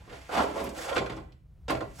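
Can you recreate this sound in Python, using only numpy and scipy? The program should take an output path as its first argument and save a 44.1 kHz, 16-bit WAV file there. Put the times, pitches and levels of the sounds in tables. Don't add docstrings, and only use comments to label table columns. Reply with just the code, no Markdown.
import sys
import numpy as np
from scipy import signal
from scipy.fft import rfft, irfft
from scipy.io import wavfile
from scipy.ndimage import uniform_filter1d

SR = 44100
rng = np.random.default_rng(int(sys.argv[2]) if len(sys.argv) > 2 else 0)


def output_pcm(signal):
    pcm = np.clip(np.atleast_2d(signal).T, -1, 1) * 32767
    wavfile.write(sys.argv[1], SR, np.round(pcm).astype(np.int16))


N = 88200
FFT_SIZE = 110592
FREQS, TIME = np.maximum(np.fft.rfftfreq(FFT_SIZE, 1 / SR), 1), np.arange(N) / SR


def undb(db):
    return 10 ** (np.asarray(db) / 20)

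def unit(x):
    return x / np.sqrt(np.mean(abs(x) ** 2))

def along(points):
    hz, value = np.array(points, float).T
    return np.interp(np.log(FREQS), np.log(hz), value)

def causal(gain):
    cepstrum = irfft(np.log(gain))
    cepstrum[1:FFT_SIZE // 2] *= 2
    cepstrum[FFT_SIZE // 2 + 1:] = 0
    return np.exp(rfft(cepstrum))

def colour(points):
    return causal(undb(along(points)))

def resonance(hz, width_hz):
    return 1 / (1 + 1j * (FREQS ** 2 - hz ** 2) / (FREQS * width_hz))

def modes(table):
    return 1 + sum(undb(db) * resonance(hz, width) for hz, width, db in table)

def ring(force, response):
    return irfft(rfft(force, FFT_SIZE) * unit(response))[:N]

def rumble(width=0.14):
    # (frequency [Hz], relative level [dB])
    spectrum = [(15, -68), (26, -13), (35, -15), (48, -4), (70, -1.5), (100, -13.5), (150, -13), (250, -33),
                (500, -36.5), (1000, -45), (2500, -53.5), (8000, -62), (15000, -62.5)]
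    # (time [s], level [dB])
    swell = [(0, -50.5), (.22, -53), (.4, -55.5), (.85, -50.5), (1.2, -48.5), (1.42, -55), (1.56, -51),
             (1.67, -48.5), (2.0, -47.5)]
    mid, side = (ring(rng.standard_normal(N), colour(spectrum)) for _ in range(2))
    level = undb(np.interp(TIME, *np.array(swell).T))
    return level * (mid + width * side * np.array([[1], [-1]]))

def grip(per_s=110, depth_db=1.5):
    waver = unit(np.interp(TIME * per_s, np.arange(N), rng.standard_normal(N)))
    return unit(undb(depth_db * waver))

def slips(per_s, scatter_db):
    happens = rng.random(N) < per_s / SR
    sign = rng.choice([-1, 1], N)
    strength = undb(scatter_db * np.clip(rng.standard_normal(N), -2, 2))
    return unit(happens * sign * strength)

def scraping(strokes, body, fade_s=0.016):
    # (frequency [Hz], relative level [dB])
    boom_tone = [(22, -40.5), (40, -26), (65, 5.5), (100, -14), (130, -9), (185, 0), (280, -2.5), (340, -3),
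                 (600, -50.5), (2000, -62.5)]
    judder_tone = [(150, -25), (260, -7), (320, -8.5), (520, 3.5), (680, -2), (1000, -9.5), (2500, -54.5)]
    rasp_tone = [(250, -51), (500, -6), (680, 10.5), (1050, 5.5), (1400, 4.5), (1800, -10.5), (3500, -39),
                 (9000, -54.5)]
    grit_tone = [(700, -26.5), (1400, 0.5), (2000, 3.5), (3300, -0.5), (4500, -9), (6000, -17),
                 (12000, -56)]
    hiss_tone = [(2500, -11), (5000, 0), (7200, 2), (8500, -0.5), (9200, -7), (10500, -2.5), (12500, -10.5),
                 (15500, -11)]
    levels = np.zeros((5, N))
    for stroke in strokes:
        times, *columns = np.array(stroke).T
        touching = np.clip(1 + np.minimum(TIME - times[0], times[-1] - TIME) / fade_s, 0, 1)
        levels = np.maximum(levels, [touching * undb(np.interp(TIME, times, db)) for db in columns])
    boom, judder, rasp, grit, hiss = levels * grip()
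    catches = sum(ring(level * slips(per_s=1600, scatter_db=2), body * colour(tone))
                  for level, tone in ((boom, boom_tone), (judder, judder_tone), (rasp, rasp_tone)))
    grains = sum(ring(level * slips(per_s=4700, scatter_db=-2), response)
                 for level, response in ((grit, body * colour(grit_tone)), (hiss, colour(hiss_tone))))
    return catches + grains

def contact(start, decay_s, rise_share=0.12):
    age = np.maximum(TIME - start, 0)
    rise = 1 - np.exp(-age / (rise_share * decay_s))
    burst = rng.standard_normal(N) * rise * np.exp(-age / decay_s)
    return burst / np.sqrt(np.sum(burst ** 2))

def struck(table, start, push_s=0.001):
    age = np.maximum(TIME - start, 0)
    tone = sum(undb(db) * np.sin(2 * np.pi * hz * age) * np.exp(-np.log(1000) * age / t60)
               for hz, db, t60 in table)
    tone *= 1 - np.exp(-age / push_s)
    return tone / np.sqrt(np.sum(tone ** 2))

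def knocks(scraper, canvas):
    # (time [s], wood level [dB], wood centre [Hz], handle level [dB],
    # frame level [dB], crack level [dB], thud level [dB], chatter decay [s])
    blows = [(0.076, -27, 520, -41, -49, -34, -22, 0.004), (0.092, -22.5, 516, -47, -40, -22, -18, 0.024),
             (0.125, -23, 480, -19, -33.5, -21.5, -27.5, 0.019),
             (0.293, -14, 840, -22, -33, -40, -29, 0.00092), (0.403, -9, 560, -6, -23, -9, -21, 0.011),
             (0.787, -14, 825, -33, -38.5, -17, -31, 0.0052), (0.956, -12, 590, -45, -27, -7.5, -35, 0.013),
             (0.963, 5, 682, -4.5, 0.5, -1, -25.5, 0.01), (0.979, -2, 683, -12.5, -27, -1.5, -9.5, 0.0064),
             (1.003, -8, 470, -31, -7.5, -24, -3.5, 0.01), (1.019, -8.5, 500, -8, -36, -33, -10, 0.0023),
             (1.044, -18, 447, -25, -12.5, -39.5, -13.5, 0.0021),
             (1.061, -10, 750, -40, -20, -14, -18.5, 0.0051),
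             (1.096, -10, 520, -19, -22.5, -13.5, -9.5, 0.01),
             (1.12, -11.5, 600, -31, -20, -20, -19.5, 0.0056),
             (1.168, -15.5, 474, -33, -15.5, -25.5, -8.5, 0.017),
             (1.681, -4.5, 783, -21, -18, -6.5, -12, 0.011), (1.696, 1, 450, -15, -4, -1.5, -14, 0.014),
             (1.715, -10, 472, 2.5, -25, -13.5, -1.5, 0.013),
             (1.75, -11.5, 500, -11.5, -10.5, -14.5, -13.5, 0.0041),
             (1.77, -7, 560, -15, -26, -20, -17, 0.0042),
             (1.806, -7.5, 598, -9.5, -14.5, -15.5, -17.5, 0.0051),
             (1.822, -11.5, 427, -35, -6, -26, -9, 0.0086)]
    # (frequency [Hz], relative level [dB])
    wood_tone = [(100, -29.5), (210, -1), (300, -0.5), (450, 1), (620, -1.5), (780, 0), (1200, 1.5),
                 (1800, -20.5), (4000, -43.5), (12000, -62.5)]
    crack_tone = [(400, -22), (1200, 5), (2200, 8), (3500, 0.5), (5500, -8), (8000, -11.5), (10000, -21.5),
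                  (15500, -29.5)]
    thud_tone = [(22, -42), (40, 6), (65, 1.5), (95, 1.5), (130, 1), (230, -4), (350, -10), (800, -12.5),
                 (3000, -66.5)]
    # (frequency [Hz], relative level [dB], t60 [s])
    handle = [(495, -13, 0.31), (560, -1, 0.19), (619, -5, .18), (658.5, -2.5, 0.23), (757.6, 0.5, 0.11),
              (1010, -16, 0.18)]
    frame = [(305, -5.5, 0.11), (337.8, -3, 0.12), (401, -1.5, 0.15)]
    wood, crack, thud = np.zeros((3, N))
    plank = colour(wood_tone)
    for start, wood_db, wood_hz, handle_db, frame_db, crack_db, thud_db, chatter_s in blows:
        blow = contact(start, chatter_s)
        clack = np.interp(FREQS * 500 / wood_hz, FREQS, plank)
        wood += undb(wood_db) * ring(blow, scraper * clack)
        wood += undb(handle_db) * struck(handle, start) + undb(frame_db) * struck(frame, start)
        crack += undb(crack_db) * blow
        thud += undb(thud_db) * contact(start, 2 * chatter_s)
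    return wood + ring(crack, scraper * colour(crack_tone)) + ring(thud, canvas * colour(thud_tone))

def snaps(decay_s=0.0045, width_share=0.71):
    # (time [s], level [dB], centre [Hz])
    ticks = [(0.64, -20, 11800), (0.691, -22, 6360), (1.165, -34, 5600), (1.321, -35.5, 3000),
             (1.704, -17, 9700)]
    return sum(undb(db) * ring(contact(start, decay_s), resonance(hz, width_share * hz) ** 2)
               for start, db, hz in ticks)

def echoes(first_s=0.0024, early_db=0.5, tail_db=-9):
    # (frequency [Hz], t60 [s])
    bands = [(100, 2.25), (300, .5), (800, 0.39), (2000, 0.54), (5000, 0.34), (14000, 0.74)]
    age = np.maximum(TIME - first_s, 0)
    noise, tail = rfft(rng.standard_normal(N), FFT_SIZE), 0
    for centre, t60 in bands:
        share = along([(hz, hz == centre) for hz, _ in bands])
        decay = (age > 0) * np.exp(-np.log(1000) * age / t60)
        decay /= np.sqrt(np.sum(decay ** 2))
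        tail += rfft(irfft(noise * share)[:N] * decay, FFT_SIZE)
    early = rfft(contact(first_s, decay_s=0.0057), FFT_SIZE)
    return undb(tail_db) * tail + undb(early_db) * early

def even(response, band_hz=50):
    power = uniform_filter1d(abs(response) ** 2, size=int(band_hz * FFT_SIZE / SR))
    return response / causal(np.sqrt(power))

def studio(sound, left_lag_s=0.000015):
    # (frequency [Hz], side over mid [dB])
    width = [(80, -28), (220, -12.5), (400, -10), (560, 0), (1100, -6), (1700, 2), (3000, -8.5),
             (5000, -0.5), (9000, -34), (14000, -31.5)]
    # (frequency [Hz], left minus right [dB])
    balance = [(60, 3), (110, -4), (200, 1.5), (380, 1), (700, -4), (1290, 0), (2380, -1), (4400, -5),
               (8120, 0), (15000, 0.0)]
    sides = np.array([[1], [-1]])
    lag = np.exp(-1j * np.pi * FREQS * left_lag_s * sides)
    mid = even(1 + echoes())
    side = even(echoes()) * undb(along(width))
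    paths = lag * (mid + sides * side) * undb(sides * along(balance) / 2)
    return irfft(rfft(sound, FFT_SIZE) * paths)[:, :N]

def scene():
    # (time [s], canvas boom [dB], judder [dB], rasp [dB], grit [dB], hiss [dB])
    drag = [(0.0,-59.5,-56,-70.5,-62.5,-70),(0.049,-67,-75,-64,-67,-72),(0.135,-75,-43.5,-56,-51.5,-59.5),(0.202,-70,-60,-63,-58.5,-63.5),(0.274,-75,-74,-64.5,-56.5,-61.5),(0.301,-54.5,-45.5,-42,-52.5,-59),(0.33,-37,-32.5,-33,-39,-47),(0.354,-43,-44,-31.5,-38,-47.5),(0.385,-36,-33.5,-22,-34.5,-46.5),(0.406,-26.5,-32.5,-26,-41,-50.5),(0.422,-43.5,-36.5,-38,-44.5,-51),(0.47,-40,-37,-38.5,-47.5,-56.5),(0.522,-44.5,-42,-47.5,-53,-58.5),(0.574,-48.5,-34.5,-42,-45.5,-51.5),(0.62,-41,-37,-41.5,-48.5,-53),(0.662,-40.5,-39.5,-47,-47,-53),(0.719,-40,-49.5,-55.5,-57.5,-67),(0.745,-57,-44.5,-73.5,-63,-59)]
    slide_off = [(0.755,-46.5,-51,-51.5,-50,-52),(0.79,-51,-43.5,-49,-48.5,-47),(0.83,-52,-48.5,-43,-41.5,-44.5),(0.856,-57,-34.5,-41.5,-45.5,-44.5),(0.88,-53,-38.5,-36.5,-47,-51.5),(0.897,-63.5,-41.5,-39,-36,-45),(0.912,-56.5,-32.5,-37.5,-51,-57.5),(0.93,-44.5,-33,-39,-40.5,-59),(0.951,-47,-43,-36.5,-61.5,-47.5)]
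    lift = [(1.02,-55.5,-51.5,-57,-74,-73.5),(1.109,-45,-46,-47.5,-57,-68.5),(1.199,-55,-54,-66,-62,-69),(1.27,-67.5,-66,-68.5,-87.5,-105),(1.33,-71,-71,-79.5,-94,-101)]
    next_drag = [(1.831,-51,-42.5,-45,-63,-71),(1.928,-60.5,-73.5,-85,-68,-66.5),(1.973,-68,-70,-66,-62,-55),(2.0,-73,-58.5,-43,-58,-54)]
    # (frequency [Hz], bandwidth [Hz], level over the dense ring [dB])
    pressed_modes = [(132.5, 21, 5), (205, 21.5, -1.5), (272, 44, -0.5), (307, 31, 4), (396.5, 47, 4.5),
                     (562, 17, -0.5), (668, 14, 2.5), (858, 52, -0.5), (1007, 29, 5), (1102, 49, 3.5),
                     (1355, 82, -9.5), (2042, 35, -7.5), (2890, 60, -18.5)]
    free_modes = [(318.5, 20, 7.5), (500, 34, 5.5), (757, 35, 2.5), (1053, 17, 10.5), (1397, 96, 2),
                  (1770, 16, -16.5), (2270, 94, -21), (2720, 22, -4.5), (3416, 55, 1), (4610, 130, -5.5)]
    pressed, free = modes(pressed_modes), modes(free_modes)
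    friction = scraping((drag, next_drag), pressed) + scraping((slide_off, lift), free)
    return studio(friction) + studio(knocks(scraper=free, canvas=pressed) + snaps()) + rumble()

def record(dry):
    return signal.sosfilt(signal.ellip(10, .2, 80, 15900, fs=SR, output="sos"), dry)


dry = scene()
out = record(dry)
output_pcm(out)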